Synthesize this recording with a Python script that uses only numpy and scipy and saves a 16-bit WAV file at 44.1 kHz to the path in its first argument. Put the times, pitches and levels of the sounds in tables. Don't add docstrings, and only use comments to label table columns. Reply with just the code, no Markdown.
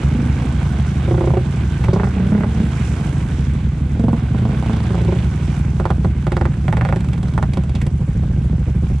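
import sys
import numpy as np
from scipy import signal
from scipy.fft import rfft, irfft
from scipy.io import wavfile
from scipy.ndimage import uniform_filter1d

SR = 44100
rng = np.random.default_rng(int(sys.argv[2]) if len(sys.argv) > 2 else 0)


def dump_mix(stems):
    frames = np.atleast_2d(stems).T
    limited = np.clip(frames, -1, 1)
    pcm = np.round(limited * 32767).astype(np.int16)
    wavfile.write(sys.argv[1], SR, pcm)


N = 396900

# time in seconds, firings per second.
SPEED = [(.15, 26.5), (.4, 30), (1.4, 31.3), (1.85, 22.5), (2.0, 27.5), (2.4, 35), (3.4, 21), (4.1, 22),
         (4.35, 26.5), (4.8, 29.5), (5.5, 26), (5.8, 17), (5.92, 21.5), (6.27, 18.5), (6.45, 24.5),
         (6.68, 21.5), (6.95, 28.5), (7.22, 19.5), (7.7, 16.3), (8.0, 13.7), (8.9, 13.1)]
# first and last firing in seconds, first and last bark
# level in dB, hollow ring level in dB, spit level in dB, pitch of the hollow blown in the water in Hz,
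# rise of the thump in dB, rise of the boom in dB (a negative rise counts as none).
SURFACINGS = [(.15, .225, -36, -28, -37, -55, 232, 5.5, 12.5),
              (.388, .452, -16, -17, -37, -40, 242.6, 3.5, 5),
              (1.077, 1.367, -17, -10, -17.5, -52, 174.3, 9.5, -1),
              (1.839, 1.84, -18, -12, -36, -54, 188, -9, -3),
              (1.883, 1.929, -7, -13, -19, -54, 186.6, 13, 7),
              (1.96, 2.07, -7, -3.5, -20.5, -59, 195, 6, 11),
              (2.165, 2.262, -22, -26, -30.5, -52, 192, 4, 13.5),
              (2.32, 2.434, -15.5, -11, -25, -53, 204, 7.5, 17.5),
              (2.599, 2.6, -25, -24, -34, -39, 212, 12, 15.5),
              (3.995, 4.13, -29, -6, -23.5, -38.5, 225.6, 8, 18),
              (4.346, 4.53, -12, -17.5, -30, -41.5, 211.3, 8, 9.5),
              (4.625, 4.838, -13, -18, -37.5, -41, 217, 5, 4),
              (4.905, 5.231, -14, -23, -26.5, -40.5, 177, 6, 7.5),
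              (5.798, 5.903, -8, -4, -22, -35, 175.7, -3.5, 7.5),
              (6.045, 6.046, -7, -8, -22.5, -42, 174.3, 6.5, 17),
              (6.267, 6.453, -7, -7, -21, -34.5, 173, 1.5, 0),
              (6.68, 6.96, -7, -4.5, -29.5, -35.5, 178, 9.5, -3),
              (7.005, 7.337, -19, -26, -40, -36.5, 178.4, 1, 6.5),
              (7.377, 7.426, -3.5, -7, -38, -31.5, 188, 3, 1),
              (7.535, 7.57, -24, -9.5, -32.5, -34, 183, 0.5, 3),
              (7.636, 7.816, -22, -23, -46, -36.5, 192, -2.5, -10),
              (7.865, 7.866, -22, -19, -24.5, -35.5, 172.5, -1.5, -2),
              (8.004, 8.901, -52, -44, -37.5, -55, 169.5, 1, 8.5)]
# time in seconds, bark and hollow above the spell's level in dB.
STANDOUTS = [(1.078, 5.5, -4.5), (1.142, -2, -3.5), (1.178, -3, -0.5), (1.208, 3, 3), (1.304, 2.5, -15),
             (1.336, 2, 0.5), (1.369, -15, 4), (1.931, 1, 5), (1.997, -0.5, -1), (2.067, -9.5, -8),
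             (3.995, -2, -4), (4.082, 8.5, 0.5), (4.385, -6.5, -9), (4.452, 7, 3), (4.695, 1.5, 8.5),
             (4.944, 2, 5), (5.013, -11, 1), (5.084, -3, 8.5), (5.122, 8, 7), (5.191, -13, -13),
             (6.81, 2, -9), (6.96, -10.5, 6.5), (7.571, -2.5, 9.5), (7.753, 3.5, -7)]


def quad():
    times = firings()
    level = undb(load(np.arange(N) / SR)[0])
    return (thump(times) + gurgle(times)) * level + deep_note(times) + boom(times) + bark(times)


def firings():
    s = np.arange(N) / SR
    turns = np.cumsum(curve(SPEED, s)[0]) / SR
    spell_ends = np.array(SURFACINGS)[:, :2].ravel()
    marks_s = np.sort(np.r_[0, spell_ends, np.array(STANDOUTS)[:, 0], s[-1]])
    marks = np.interp(marks_s, s, turns)
    fill = [np.linspace(a, b, round(b - a), endpoint=False) for a, b in zip(marks, marks[1:])]
    return np.interp(np.concatenate(fill), turns, s)


def load(s):
    rise_s, sink_s = 0.064, 0.1
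    shallow = [np.interp(s, [row[0] - rise_s, row[0], row[1], row[1] + sink_s], [0, 1, 1, 0]) for row in SURFACINGS]
    rises = [np.multiply.outer(row[7:], share) for row, share in zip(SURFACINGS, shallow)]
    thump_rise_db, boom_rise_db = np.max(rises, axis=0)
    octaves = octaves_above_25(s)
    spell_ends = np.array(SURFACINGS)[:, :2].ravel()
    hollow_hz = np.interp(s, spell_ends, np.repeat([row[6] for row in SURFACINGS], 2))
    thump_db = -24 - 6 * octaves + thump_rise_db
    boom_db = -26.5 - 1.5 * octaves + boom_rise_db
    return thump_db, boom_db, hollow_hz


def octaves_above_25(s):
    return np.log2(curve(SPEED, s)[0] / 25)


def thump(times):
    # resonance in Hz, width in Hz, level in dB.
    quad_pipe = [(35.6, 16, -17), (52.7, 45, -7.5), (118.8, 16.6, 4), (163.8, 20, -2), (306, 50, -14)]
    sizes = undb(1.5 * rng.standard_normal(len(times)))
    return pipe(train(times + .002, sizes), quad_pipe)


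def gurgle(times):
    t = clock(.09)
    bursts = train(times + .006, undb(3 * rng.standard_normal(len(times))))
    puff = signal.fftconvolve(bursts, fade(t, 0.14) * (1 - fade(t, 0.018)))[:N]
    noise = rng.standard_normal(N)
    return puff * (undb(-15.0) * unit(steep(noise, 330, 270)) + undb(-39.0) * unit(band(noise, 4300, 2800)))


def deep_note(times):
    level_db = np.interp(np.arange(N) / SR, times, -37.5 - 15.5 * octaves_above_25(times))
    return unit(steep(train(times, 1.), 49.6, 17)) * undb(level_db)


def boom(times):
    # multiple of its pitch, level in dB, t60 in seconds.
    boom_modes = [(1, 4.5, 0.12), (2.15, -15.5, 0.17)]
    t = clock(.09)
    _, boom_db, hollow_hz = load(times)
    level_db = boom_db + 2 * rng.standard_normal(len(times)) + standout(times)[1][:, 1]
    attack = 1 - fade(t, 0.0095)
    return place(times, [-undb(db) * hollow(t, hz, boom_modes) * attack for hz, db in zip(hollow_hz, level_db)])


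def bark(times):
    # multiple of its pitch, level in dB, t60 in seconds.
    hollow_modes = [(2, 9, 0.085), (2.998, -0.5, 0.098), (4.2, -11, 0.12)]
    # time in seconds, pitch of the front in Hz.
    mouth = [(1.4, 572), (1.85, 860), (1.96, 600), (2.0, 960), (4.0, 553), (5.3, 640), (5.8, 804),
             (6.9, 1170), (7.6, 683)]
    t = clock(.09)
    open_air = np.array(open_firings(times))
    starts_s, count = open_air[:, 0], len(open_air)
    front_hz = curve(mouth, starts_s)[0] * 2 ** (.12 * rng.standard_normal(count))
    ring_hz = load(starts_s)[2] * (1 + .015 * rng.standard_normal(count))
    gas = rng.standard_normal((count, len(t)))
    cracks, rasps, spits = crack(t, front_hz), rasp(gas, front_hz), spit(t, count)
    froth = unit(steep(gas, 308, 390))
    sounds = []
    for k, (_, bark_db, ring_db, spit_db) in enumerate(open_air):
        rasp_gain = undb(-22) * (front_hz[k] / 1000) ** 1.6
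        blast = cracks[k] + rasp_gain * rasps[k] * fade(t, 0.07) * (1 - fade(t, 0.006))
        ring = hollow(t, ring_hz[k], hollow_modes, lag_s=.0016) + undb(1) * froth[k] * fade(t, 0.057)
        ring = ring * (1 - fade(t, 0.011))
        sounds.append(undb(bark_db) * blast + undb(ring_db) * ring + undb(spit_db) * spits[k])
    return place(starts_s, sounds)


def open_firings(times):
    extra_db = rng.standard_normal((len(times), 3)) * [1.5, 1.5, 2.5]
    odd, odd_db = standout(times)
    extra_db[odd, :2] = odd_db[odd]
    rows = []
    for first, last, first_db, last_db, ring_db, spit_db, *_ in SURFACINGS:
        for k, s in enumerate(times):
            if first - .005 < s < last + .005:
                bark_db = np.interp(s, [first, last], [first_db, last_db])
                rows.append((s, *(extra_db[k] + [bark_db, ring_db, spit_db])))
    return rows


def standout(times):
    near = np.abs(times[:, None] - np.array(STANDOUTS)[:, 0]) < .008
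    return near.any(axis=1), near @ np.array(STANDOUTS)[:, 1:]


def crack(t, front_hz):
    dull, return_s, return_db = 0.88, .0089, -4
    turns = front_hz[:, None] * (t - .0018)
    front = -np.cos(2 * np.pi * turns) * np.exp(-(turns / 0.29) ** 2)
    gap = np.zeros(int(return_s * SR) - 2)
    return signal.lfilter([1, -dull], np.r_[1, -dull, gap, -undb(return_db) * (1 - dull)], front)


def rasp(gas, front_hz):
    # resonance in Hz, width in Hz, level in dB.
    tailpipe = [(610, 90, 6.5), (782, 70, 8.5), (1140, 100, -4.5), (1600, 440, 2.5), (2500, 440, -8.5)]
    choke_db_per_octave = -8
    rasps = []
    for noise, top_hz, shift in zip(gas, front_hz, .05 * rng.standard_normal(len(gas))):
        total = 0
        for hz, width_hz, db in tailpipe:
            choke_db = choke_db_per_octave * max(np.log2(hz / top_hz), 0)
            total = total + undb(db + choke_db) * unit(steep(noise, hz * (1 + shift), width_hz))
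        rasps.append(total)
    return rasps


def spit(t, count):
    fizz, mist = rng.standard_normal((2, count, len(t)))
    octaves = .28 * rng.standard_normal(count)
    hiss = np.array([steep(f, 3000 * 2 ** o, 1600) for f, o in zip(fizz, octaves)])
    return unit(hiss + undb(-10.5) * band(mist, 7900, 3000)) * fade(t, 0.038) * (1 - fade(t, 0.001))


def hollow(t, hz, modes, lag_s=0):
    return sum(undb(db) * np.sin(2 * np.pi * m * hz * (t - lag_s)) * fade(t, t60_s) for m, db, t60_s in modes)


def splashes():
    # start in seconds, level in dB, pitch in Hz.
    splash_rows = [(1.839, -29, 2160), (1.933, -35.5, 4900), (2.042, -32, 1490), (7.133, -36, 2600),
                   (7.534, -39, 2300), (7.695, -48, 3600), (7.751, -33, 3000), (7.814, -32, 2020)]
    t = clock(.09)
    envelope = fade(t, 0.078) * (1 - np.exp(-t / 0.00017))
    sounds = []
    for _, db, hz in splash_rows:
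        noise = rng.standard_normal(len(t))
        burst = unit(steep(noise, hz, 0.49 * hz)) + undb(-7.5) * unit(band(noise, 4100, 4600))
        sounds.append(undb(db) * burst * envelope)
    return place([row[0] for row in splash_rows], sounds)


def idler():
    # time in seconds, level in dB.
    idle = [(0, -15), (4, -17.5), (6.3, -15), (7, -17), (9, -15)]
    # resonance in Hz, width in Hz, level in dB.
    idle_pipe = [(69.8, 13.6, -0.5), (92.1, 5.9, -9.5), (140.3, 20.9, -2), (160.2, 33, -15),
                 (198, 42.7, -7.5)]
    cycles_per_s, start_cycles, count = 11.93, .6, 110
    pulses = 0
    for lag_cycles, db in [(0, -7.5), (.38, -9.5)]:
        late, size = rng.standard_normal((2, count))
        times = (np.arange(count) + lag_cycles + 0.016 * late - start_cycles) / cycles_per_s
        heard = (times > 0) & (times < N / SR)
        pulses = pulses + train(times[heard], undb(db + 1.5 * size[heard]))
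    return pipe(pulses, idle_pipe) * undb(curve(idle, np.arange(N) / SR)[0])


def churned_mud():
    # time in seconds, slosh level in dB, spray level in dB.
    churn = [(0, -31.5, -48), (1.5, -34.5, -50), (2.3, -33, -51.5), (2.9, -33.5, -46), (3.4, -36, -51.5),
             (3.8, -40.5, -56), (4.4, -34.5, -51.5), (4.9, -32.5, -50), (5.6, -35.5, -49.5),
             (5.8, -40, -54.5), (7.1, -39.5, -55), (7.9, -44, -57), (9, -41.5, -55)]
    # band centre in Hz, level in dB.
    slosh_bands = [(330, 4.5), (750, -0.5), (1100, -2.5), (1520, -4.5), (2200, -1.5), (3200, -5.5)]
    # band centre in Hz, level in dB.
    spray_bands = [(5800, 15.5), (7500, 11.5), (9200, 11)]
    slosh_db, spray_db = curve(churn, np.arange(N) / SR)
    slosh = water(slosh_bands, -5.0, 2900)
    slosh += undb(-1.0) * band(slosh, 1530, 130)
    return undb(slosh_db) * slosh + undb(spray_db) * water(spray_bands, -3.1, 3000)


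def water(bands, drops_db, alike_hz):
    out, surge = 0, walk(18.0)
    drop_sizes = undb(3.0 * np.minimum(rng.exponential(size=N), 4))
    drops = uniform_filter1d((rng.random(N) < 400 / SR) * drop_sizes, size=130) * 40
    for hz, db in bands:
        share = 1 / (1 + hz / alike_hz)
        mid, left, right = unit(steep(rng.standard_normal((3, N)), hz, 0.39 * hz))
        both = np.sqrt(share) * mid + np.sqrt(1 - share) * np.array([left, right])
        flicker = undb(db + 0.45 * surge + 2.25 * walk(25))
        out = out + flicker * (1 + undb(drops_db) * drops) * both
    return unit(out)


def bank_scatter(engines):
    t = clock(.15)
    tail = unit(steep(rng.standard_normal((2, len(t))), 1910, 1300)) * fade(t, 0.048)
    return signal.fftconvolve(engines[None], tail, axes=1)[:, :N]


def undb(db):
    return 10 ** (np.asarray(db) / 20)


def curve(table, s):
    t, *columns = np.transpose(table)
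    return [np.interp(s, t, c) for c in columns]


def unit(x):
    return x / np.sqrt(np.mean(x ** 2, axis=-1, keepdims=True))


def clock(length_s):
    return np.arange(int(length_s * SR)) / SR


def fade(t, t60_s):
    return np.exp(-np.log(1000) * t / t60_s)


def band(x, hz, width_hz):
    return signal.lfilter(*signal.iirpeak(min(hz, .45 * SR), hz / width_hz, SR), x)


def steep(x, hz, width_hz):
    return band(band(x, hz, width_hz), hz, 2 * width_hz)


def pipe(pulses, modes):
    rings = [undb(db) * unit(steep(pulses, hz, width_hz)) for hz, width_hz, db in modes]
    return -unit(sum((-1) ** k * ring for k, ring in enumerate(rings)))


def walk(rate_hz):
    k = int(SR / rate_hz)
    steps = np.repeat(rng.standard_normal(N // k + 1), k)
    return uniform_filter1d(uniform_filter1d(steps, k), k)[:N]


def train(times, sizes):
    out = np.zeros(N)
    np.add.at(out, np.clip((times * SR).astype(int), 0, N - 1), sizes)
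    return out


def place(starts_s, sounds):
    out = np.zeros(N + len(sounds[0]))
    for s, sound in zip(starts_s, sounds):
        i = int(s * SR)
        out[i:i + len(sound)] += sound
    return out[:N]


def scene():
    engines = quad() + splashes() + idler()
    return engines + undb(-35.0) * bank_scatter(engines) + churned_mud()


def record(dry):
    # frequency in Hz, left minus right in dB, lead of the left in radians.
    ports_table = [(60, -.8, 0), (330, -1.5, -.15), (600, -4.5, -.4), (1050, -7.5, .5), (1800, -5, .5),
                   (3300, -4.5, .3), (5800, -5, -1.3), (8500, -13, -1.3), (12000, -2, -1)]
    size = N + 4096
    log_hz = np.log(np.maximum(np.fft.rfftfreq(size, 1 / SR), 1))
    port_hz, *columns = np.transpose(ports_table)
    tilt_db, lead_rad = (np.interp(log_hz, np.log(port_hz), c) for c in columns)
    half = undb(tilt_db / 2) * np.exp(.5j * lead_rad)
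    ports = irfft(rfft(dry, size) * np.array([half, 1 / half]), size)[:, :N]
    keep = np.exp(-1 / (.06 * SR))
    power = signal.lfilter([1 - keep], [1, -keep], np.mean(ports ** 2, axis=0), zi=[undb(-25)])[0]
    ports = ports * (power / undb(-35.5)) ** -.15
    rounded = np.tanh(0.93 * ports) / 0.94
    soft_top = signal.sosfilt(signal.butter(3, 10300, fs=SR, output="sos"), rounded)
    return signal.sosfilt(signal.ellip(8, .2, 70, 15500, fs=SR, output="sos"), soft_top)


dry = scene()
out = record(dry)
dump_mix(out)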